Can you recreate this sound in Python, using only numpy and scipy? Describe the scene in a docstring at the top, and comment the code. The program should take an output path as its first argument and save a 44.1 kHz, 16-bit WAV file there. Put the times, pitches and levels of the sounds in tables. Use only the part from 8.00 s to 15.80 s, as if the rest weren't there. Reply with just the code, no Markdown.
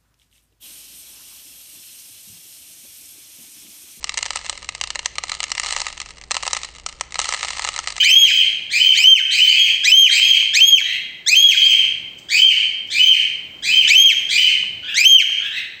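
"""In a bare, ringing flat, a cockatiel on a finger screams contact calls close to a hand-held phone.
Others answer from farther off. Each scream is a harmonic tone of the syrinx, shaped by throat and beak:
it climbs hoarsely, breaks up into a clear arched whistle and drops away. The higher the whistle is
pushed, the stronger its overtones. Soft chirps, ticks, hand rubs and a low hush lie beneath, and the
phone's limiter holds the near screams to about the same loudness."""
import sys
import numpy as np
from scipy import signal
from scipy.fft import rfft, irfft, next_fast_len
from scipy.io import wavfile
from scipy.ndimage import uniform_filter1d

SR = 44100
rng = np.random.default_rng(int(sys.argv[2]) if len(sys.argv) > 2 else 0)


def waveform_to_disk(signal):
    """Save audio, clipped to [-1, 1], as 16-bit WAV at the path in sys.argv[1]."""
    frames = np.transpose(np.atleast_2d(signal))
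    scaled = np.clip(frames, -1, 1) * 32767
    samples = np.round(scaled).astype(np.int16)
    wavfile.write(sys.argv[1], SR, samples)


N = 343980
LEAD = SR // 2  # samples before t = 0, where a call may begin


def near_bird():
    """Close to a source, direct sound and early reflections from door and wall keep its screams clear."""
    # screams: t/s, climb/s, crest/share of length, length up to the fall/s, top f/Hz,
    # climb level/dB, whistle level/dB
    calls = [(.022, .086, .69, 0.25, 3285, -11.5, -7), (.944, 0.092, .69, 0.22, 3158, -15, -3),
             (1.833, .082, 0.71, .228, 3215, -15.5, -5), (2.532, .07, 0.6, 0.24, 3280, -13.5, -7),
             (3.26, .089, .74, .25, 3305, -12, -4.5), (5.872, 0.079, .73, 0.22, 3250, -11, -6),
             (6.94, .11, .6, .248, 3215, -12.5, -1)]
    mix = np.zeros(LEAD + N)
    for start, *call in calls:
        voice = scream(*call, break_hz=2666, end_share=.905, hurry=.87, hoarse=.75, clear=.057,
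                       onset_db=-7, drop_db=-7, end_db=-13)
        add(mix, start, room(voice, room_db=-3.5, early_db=1.5, early_s=.011, build_s=.009))
    return mix


def far_birds():
    """Beyond the critical distance, reverberation outweighs the direct sound of the rougher answers."""
    # answers: t/s, length up to the fall/s, top f/Hz, climb level/dB, whistle level/dB
    calls = [(-.165, 0.23, 3143, -22.5, -23), (.225, .18, 3193, -26, -23.5),
             (.698, 0.22, 3150, -23.5, -20.5), (1.298, 0.21, 3116, -25, -18.5),
             (1.455, 0.2, 3259, -23.5, -23), (2.09, 0.24, 3242, -19, -20), (3.478, 0.23, 3220, -27, -20.5),
             (3.6, 0.2, 3185, -29, -27.5), (4.285, .208, 3152, -23, -17), (4.9, 0.22, 3154, -26.5, -19),
             (5.622, 0.19, 3144, -25, -22), (6.287, 0.18, 3090, -24.5, -19.5)]
    # colour of the far voices: f/Hz, gain/dB
    colour = [(2000, -2), (4700, 2.5), (5400, -5), (6400, -3.5), (8400, 2.5), (12000, -7), (15500, 4.5)]
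    climb_s, crest = .088, .69
    mix = np.zeros(LEAD + N)
    for start, *call in calls:
        voice = scream(climb_s, crest, *call, break_hz=2585, end_share=.925, hurry=1.2, hoarse=.85,
                       clear=.29, onset_db=-5.5, drop_db=-1.5, end_db=-20.5)
        add(mix, start, room(coloured(voice, colour), room_db=11.5, early_db=-9, build_s=.007))
    return mix


def scream(climb_s, crest, length_s, top_hz, climb_db, whistle_db, *,
           break_hz, end_share, hurry, hoarse, clear, onset_db, drop_db, end_db):
    """A register break: the hoarse climb jumps to a clear whistle, whose overtones grow with strain."""
    # pitch of the climb: share of the climb, share of break_hz
    climb = [(0, .58), (.2, .73), (.42, .875), (0.648, .94), (0.998, 1)]
    # pitch of the whistle: place (-1 break, 0 crest, 1 fall), share of top_hz
    whistle = [(-.96, .925), (-.65, .966), (-.3, .99), (0, 1), (.35, .995), (.7, .972)]
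    drop_s, drop_hz = .047, 1393  # the closing fall and where it ends
    easy_hz, strain_db_per_hz = 3200, .0361
    whistle_s, top_s, end_hz = length_s - climb_s, crest * length_s, end_share * top_hz
    t = np.arange(0, length_s + drop_s, 1 / SR)
    rise_at, rise = np.transpose(climb)
    arch_at, arch = np.transpose(whistle)
    rise_times = climb_s * rise_at ** hurry  # hurry > 1 leaps up early, then lingers below the break
    arch_times = np.interp(arch_at, [-1, 0, 1], [climb_s, top_s, length_s])
    times = np.r_[rise_times, arch_times, length_s, length_s + .3 * drop_s, t[-1]]
    pitches = np.r_[break_hz * rise, top_hz * arch, end_hz, .81 * end_hz, drop_hz]
    hz = uniform_filter1d(np.interp(t, times, pitches), size=90)

    stages = [0, .33 * climb_s, climb_s,  # start, full voice, break
              climb_s + .06 * whistle_s, top_s, length_s - .22 * whistle_s,  # shoulder, top, shoulder
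              length_s + .4 * drop_s, t[-1]]  # fall, end
    climb_levels = climb_db + np.array([onset_db, 0, -1.5])
    whistle_levels = whistle_db + np.array([0, -1.5, 0, drop_db, end_db])
    effort_db = np.interp(t, stages, np.r_[climb_levels, whistle_levels])
    rough = np.interp(t, stages, [hoarse, hoarse, hoarse, clear, clear, clear, .9 * hoarse, hoarse])
    shine_db = -8.5 + strain_db_per_hz * (top_hz - easy_hz)
    # the whistle is purest at its shoulders and brightest at its top
    overtones_db = np.interp(t, stages, [1.5, 4, -3, shine_db - 6, shine_db + 1, shine_db - 7.5, -7, -4])
    flutter_db = 2.5 * wander(len(t), hz=25)
    return amp(effort_db) * syrinx(hz, rough, overtones_db + flutter_db) * signal.windows.tukey(len(t), .04)


def syrinx(hz, rough, overtones_db, jitter=.02136, quaver=.019):
    """Source and filter: a harmonic tone, unsteady when rough, passes the throat and beak resonances."""
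    # source spectrum: harmonic number, level/dB
    harmonics = [(1, 0), (2, -6), (3, -12.5), (4, -17), (5, -27.5), (6, -35), (7, -47.5), (8, -50)]
    # response of throat and beak: f/Hz, gain/dB
    throat = [(1200, -29.5), (1600, -15), (1950, -12), (2400, 0.5), (2750, 0), (3150, 3), (3800, -1.5),
              (4650, -4), (5550, -1), (6300, 2.5), (7000, -1.5), (8400, -1.5), (12000, -2.5), (15600, 4.5)]
    shake = jitter * wander(len(hz), hz=450) + quaver * wander(len(hz), hz=110)
    cycles = np.cumsum(hz * (1 + rough * shake)) / SR
    tone = np.zeros(len(hz))
    for k, db in harmonics:
        level_db = db + read(throat, k * hz) + overtones_db * (k > 1)
        tone += amp(level_db) * (k * hz < SR / 2) * np.sin(2 * np.pi * k * cycles)
    shimmer = 1 + .33 * rough * wander(len(hz), hz=220)
    return np.sqrt(2) * tone * shimmer


def chirp(length_s, start_hz, end_hz, db):
    """Random modulation of frequency and amplitude makes a soft glide raspy."""
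    hz = np.linspace(start_hz, end_hz, round(length_s * SR))
    voice = syrinx(hz, rough=1, overtones_db=-1.5, jitter=.046, quaver=.0337)
    muted = coloured(voice, [(3800, -8), (5500, -24.5), (12000, -12.5)])
    return amp(db) * unit_rms(muted) * signal.windows.tukey(len(hz), .3)


def chirps():
    """Two glides superpose across the room: a higher one joins the low one halfway."""
    # two-note chirps: t/s, length/s, starting f/Hz, source level/dB
    calls = [(2.807, .16, 1756, -35), (6.82, .11, 1461, -36), (7.39, .09, 1413, -35.5),
             (7.497, .1, 1688, -34.5)]
    mix = np.zeros(LEAD + N)
    for start, length_s, hz, db in calls:
        low = chirp(length_s, start_hz=hz, end_hz=1.27 * hz, db=db)
        add(mix, start, room(low, room_db=8))
        high = chirp(length_s / 2, start_hz=2485, end_hz=2910, db=db + 2.2)
        add(mix, start + length_s / 2, room(high, room_db=7.5))
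    return mix


def room(x, room_db, early_db=-5, early_s=.022, build_s=.0033):
    """Convolution adds wall echoes and a decaying tail; the birds move, so each call finds new paths."""
    # reverberation time: f/Hz, T60/s
    reverberation = [(500, 0.94), (2000, 0.93), (2650, 0.75), (3150, 0.75), (3800, 0.88), (4600, 0.7),
                     (6500, 0.58), (9000, 0.59), (15000, 0.41)]
    t = np.arange(SR) / SR
    hz, when, spectra = signal.stft(rng.standard_normal(len(t)), SR, nperseg=256)
    decay = amp(-60 * when / read(reverberation, hz)[:, None])
    tail = signal.istft(spectra * decay, SR, nperseg=256)[1][:len(t)]
    paths = tail * (1 - np.exp(-t / build_s)) * np.sqrt(np.log(1e6) / SR)  # energy of order 1
    place, sign = rng.random((2, 8))
    echo_delays = ((.001 + early_s * place) * SR).astype(int)
    paths[echo_delays] += amp(early_db) * np.sign(sign - .5) / np.sqrt(len(place))
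    paths *= amp(room_db)
    paths[0] += 1  # direct sound
    return signal.fftconvolve(x, paths)


def tick(db, colour, decay_s=.0012):
    """A transient: a tiny burst of coloured noise with exponential decay."""
    t = np.arange(-200, 900) / SR
    burst = coloured(rng.standard_normal(len(t)) * np.exp(-abs(t) / decay_s) * (t >= 0), colour)
    return amp(db) * burst / abs(burst).max()


def dull_ticks(birds):
    """A Poisson process of faint ticks whose rate follows the birds' power, plus a few at set times."""
    # spectrum of a tick: f/Hz, level/dB
    colour = [(40, -4.5), (200, 6), (1200, 5), (3000, -11.5), (12000, -33)]
    # ticks that stand out: t/s, peak level/dB
    accents = [(1.02, -33.5), (2.272, -27.5), (2.602, -30.5), (3.686, -30), (7.297, -28.5)]
    full_rate_per_s, full_rate_db, spread_db = 14, -15, 5
    loudness = np.clip(uniform_filter1d(birds ** 2, size=400) / amp(full_rate_db) ** 2, 0, 1)
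    hits = rng.random(len(birds)) < loudness * full_rate_per_s / SR
    sizes = amp(spread_db * np.clip(rng.standard_normal(len(birds)), -2, 2))
    mix = signal.oaconvolve(hits * sizes, tick(db=-41.5, colour=colour))[:len(birds)]
    for start, db in accents:
        add(mix, start - .004, tick(db, colour))
    return mix


def bright_clicks():
    """Small bright impulses excite the room's reverberation."""
    # clicks: t/s, peak level of the direct sound/dB
    clicks = [(4.177, -45), (4.87, -48)]
    # spectrum of a click: f/Hz, level/dB
    colour = [(500, -27.5), (3000, -12.5), (6500, 2.5), (8500, -4.5), (15000, -18.5)]
    mix = np.zeros(LEAD + N)
    for start, db in clicks:
        add(mix, start - .004, room(tick(db, colour), room_db=21))
    return mix


def hand_rubs():
    """Friction of skin on the phone's case makes dull swells of noise."""
    # rubs: t/s, length/s, level/dB
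    rubs = [(3.756, 0.36, -59.5), (5.55, 0.46, -63.5), (6.562, .3, -57)]
    # friction spectrum: f/Hz, spectral density level/dB
    colour = [(25, -16), (55, -15.5), (80, -0.5), (170, 2), (280, -10), (1000, -25.5), (8000, -62)]
    mix = np.zeros(LEAD + N)
    for start, length_s, db in rubs:
        size = round(length_s * SR)
        friction = unit_rms(coloured(rng.standard_normal(size), colour))
        add(mix, start, amp(db) * friction * signal.windows.tukey(size, .7))
    return mix


def room_tone():
    """Ambient broadband noise: a low hush that slowly swells and sinks."""
    # spectrum of the hush: f/Hz, spectral density level/dB
    colour = [(25, -17.5), (50, -11), (80, -2.5), (150, -3.5), (300, -4.5), (600, -8), (1200, -12.5),
              (3000, -12.5), (8000, -21), (16000, -28.5)]
    # its envelope: t/s, level/dB
    swell = [(0, -53.5), (1.5, -57), (3.5, -55.5), (4.201, -53), (5.3, -55), (5.7, -50.5), (6.3, -52),
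             (6.9, -53.5), (7.5, -57)]
    level_db = np.interp(np.arange(N) / SR, *np.transpose(swell))
    return amp(level_db) * unit_rms(coloured(rng.standard_normal(N), colour))


def amp(db):
    """Converts a level to an amplitude ratio."""
    return 10 ** (np.asarray(db) / 20)


def unit_rms(x):
    """Normalises to rms 1."""
    return x / np.sqrt(np.mean(x ** 2) + 1e-20)


def read(points, hz):
    """Interpolates a table on a log-frequency axis."""
    f, value = np.transpose(points)
    return np.interp(np.log(hz + 1), np.log(f + 1), value)


def coloured(x, points):
    """Filters by a frequency response: f/Hz, gain/dB."""
    length = next_fast_len(len(x) + SR // 10)
    gain = amp(read(points, np.fft.rfftfreq(length, 1 / SR)))
    return irfft(rfft(x, length) * gain, length)[:len(x)]


def wander(size, hz):
    """Low-pass noise of rms 1 with its cutoff at hz."""
    length = next_fast_len(size)
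    f = np.fft.rfftfreq(length, 1 / SR)
    spectrum = rfft(rng.standard_normal(length)) / (1 + (f / hz) ** 4)
    return unit_rms(irfft(spectrum, length))[:size]


def add(mix, start_s, sound):
    """Superposes a sound on the mix from start_s on."""
    part = mix[LEAD + round(start_s * SR):][:len(sound)]
    part += sound[:len(part)]


def scene():
    """Superposition: the birds, the small noises and the hush sum to one channel."""
    birds = near_bird() + far_birds() + chirps()
    mix = birds + dull_ticks(birds) + hand_rubs() + bright_clicks()
    return (mix[LEAD:] + room_tone())[None]


def limiter(x, ceiling_db, recovery_db_per_s, ratio=6):
    """Dynamic compression: gain falls at once on a peak, with a faint crackle, and creeps back."""
    recovery_db = np.arange(len(x)) * recovery_db_per_s / SR
    over_db = np.maximum(20 * np.log10(abs(x) + 1e-9) - ceiling_db, 0) * (1 - 1 / ratio)
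    held_db = np.maximum.accumulate(over_db + recovery_db) - recovery_db
    return x * amp(-uniform_filter1d(held_db, size=8))


def record(dry):
    """The phone's transfer chain: limiter, a deep dip near 10 kHz and a band limit."""
    # response of the phone: f/Hz, gain/dB
    response = [(100, 6), (8500, -1.5), (8750, -20.5), (9700, -27), (10300, -34.5), (11350, -25),
                (11700, -1.5), (16000, 2)]
    limited = limiter(dry[0], ceiling_db=-4, recovery_db_per_s=63.5)
    shaped = coloured(limited * signal.windows.tukey(N, .001), response)
    band_limit = signal.firwin(511, cutoff=15900, window=("kaiser", 9), fs=SR)
    return signal.oaconvolve(shaped, band_limit, "same")[None]


dry = scene()
out = record(dry)
waveform_to_disk(out)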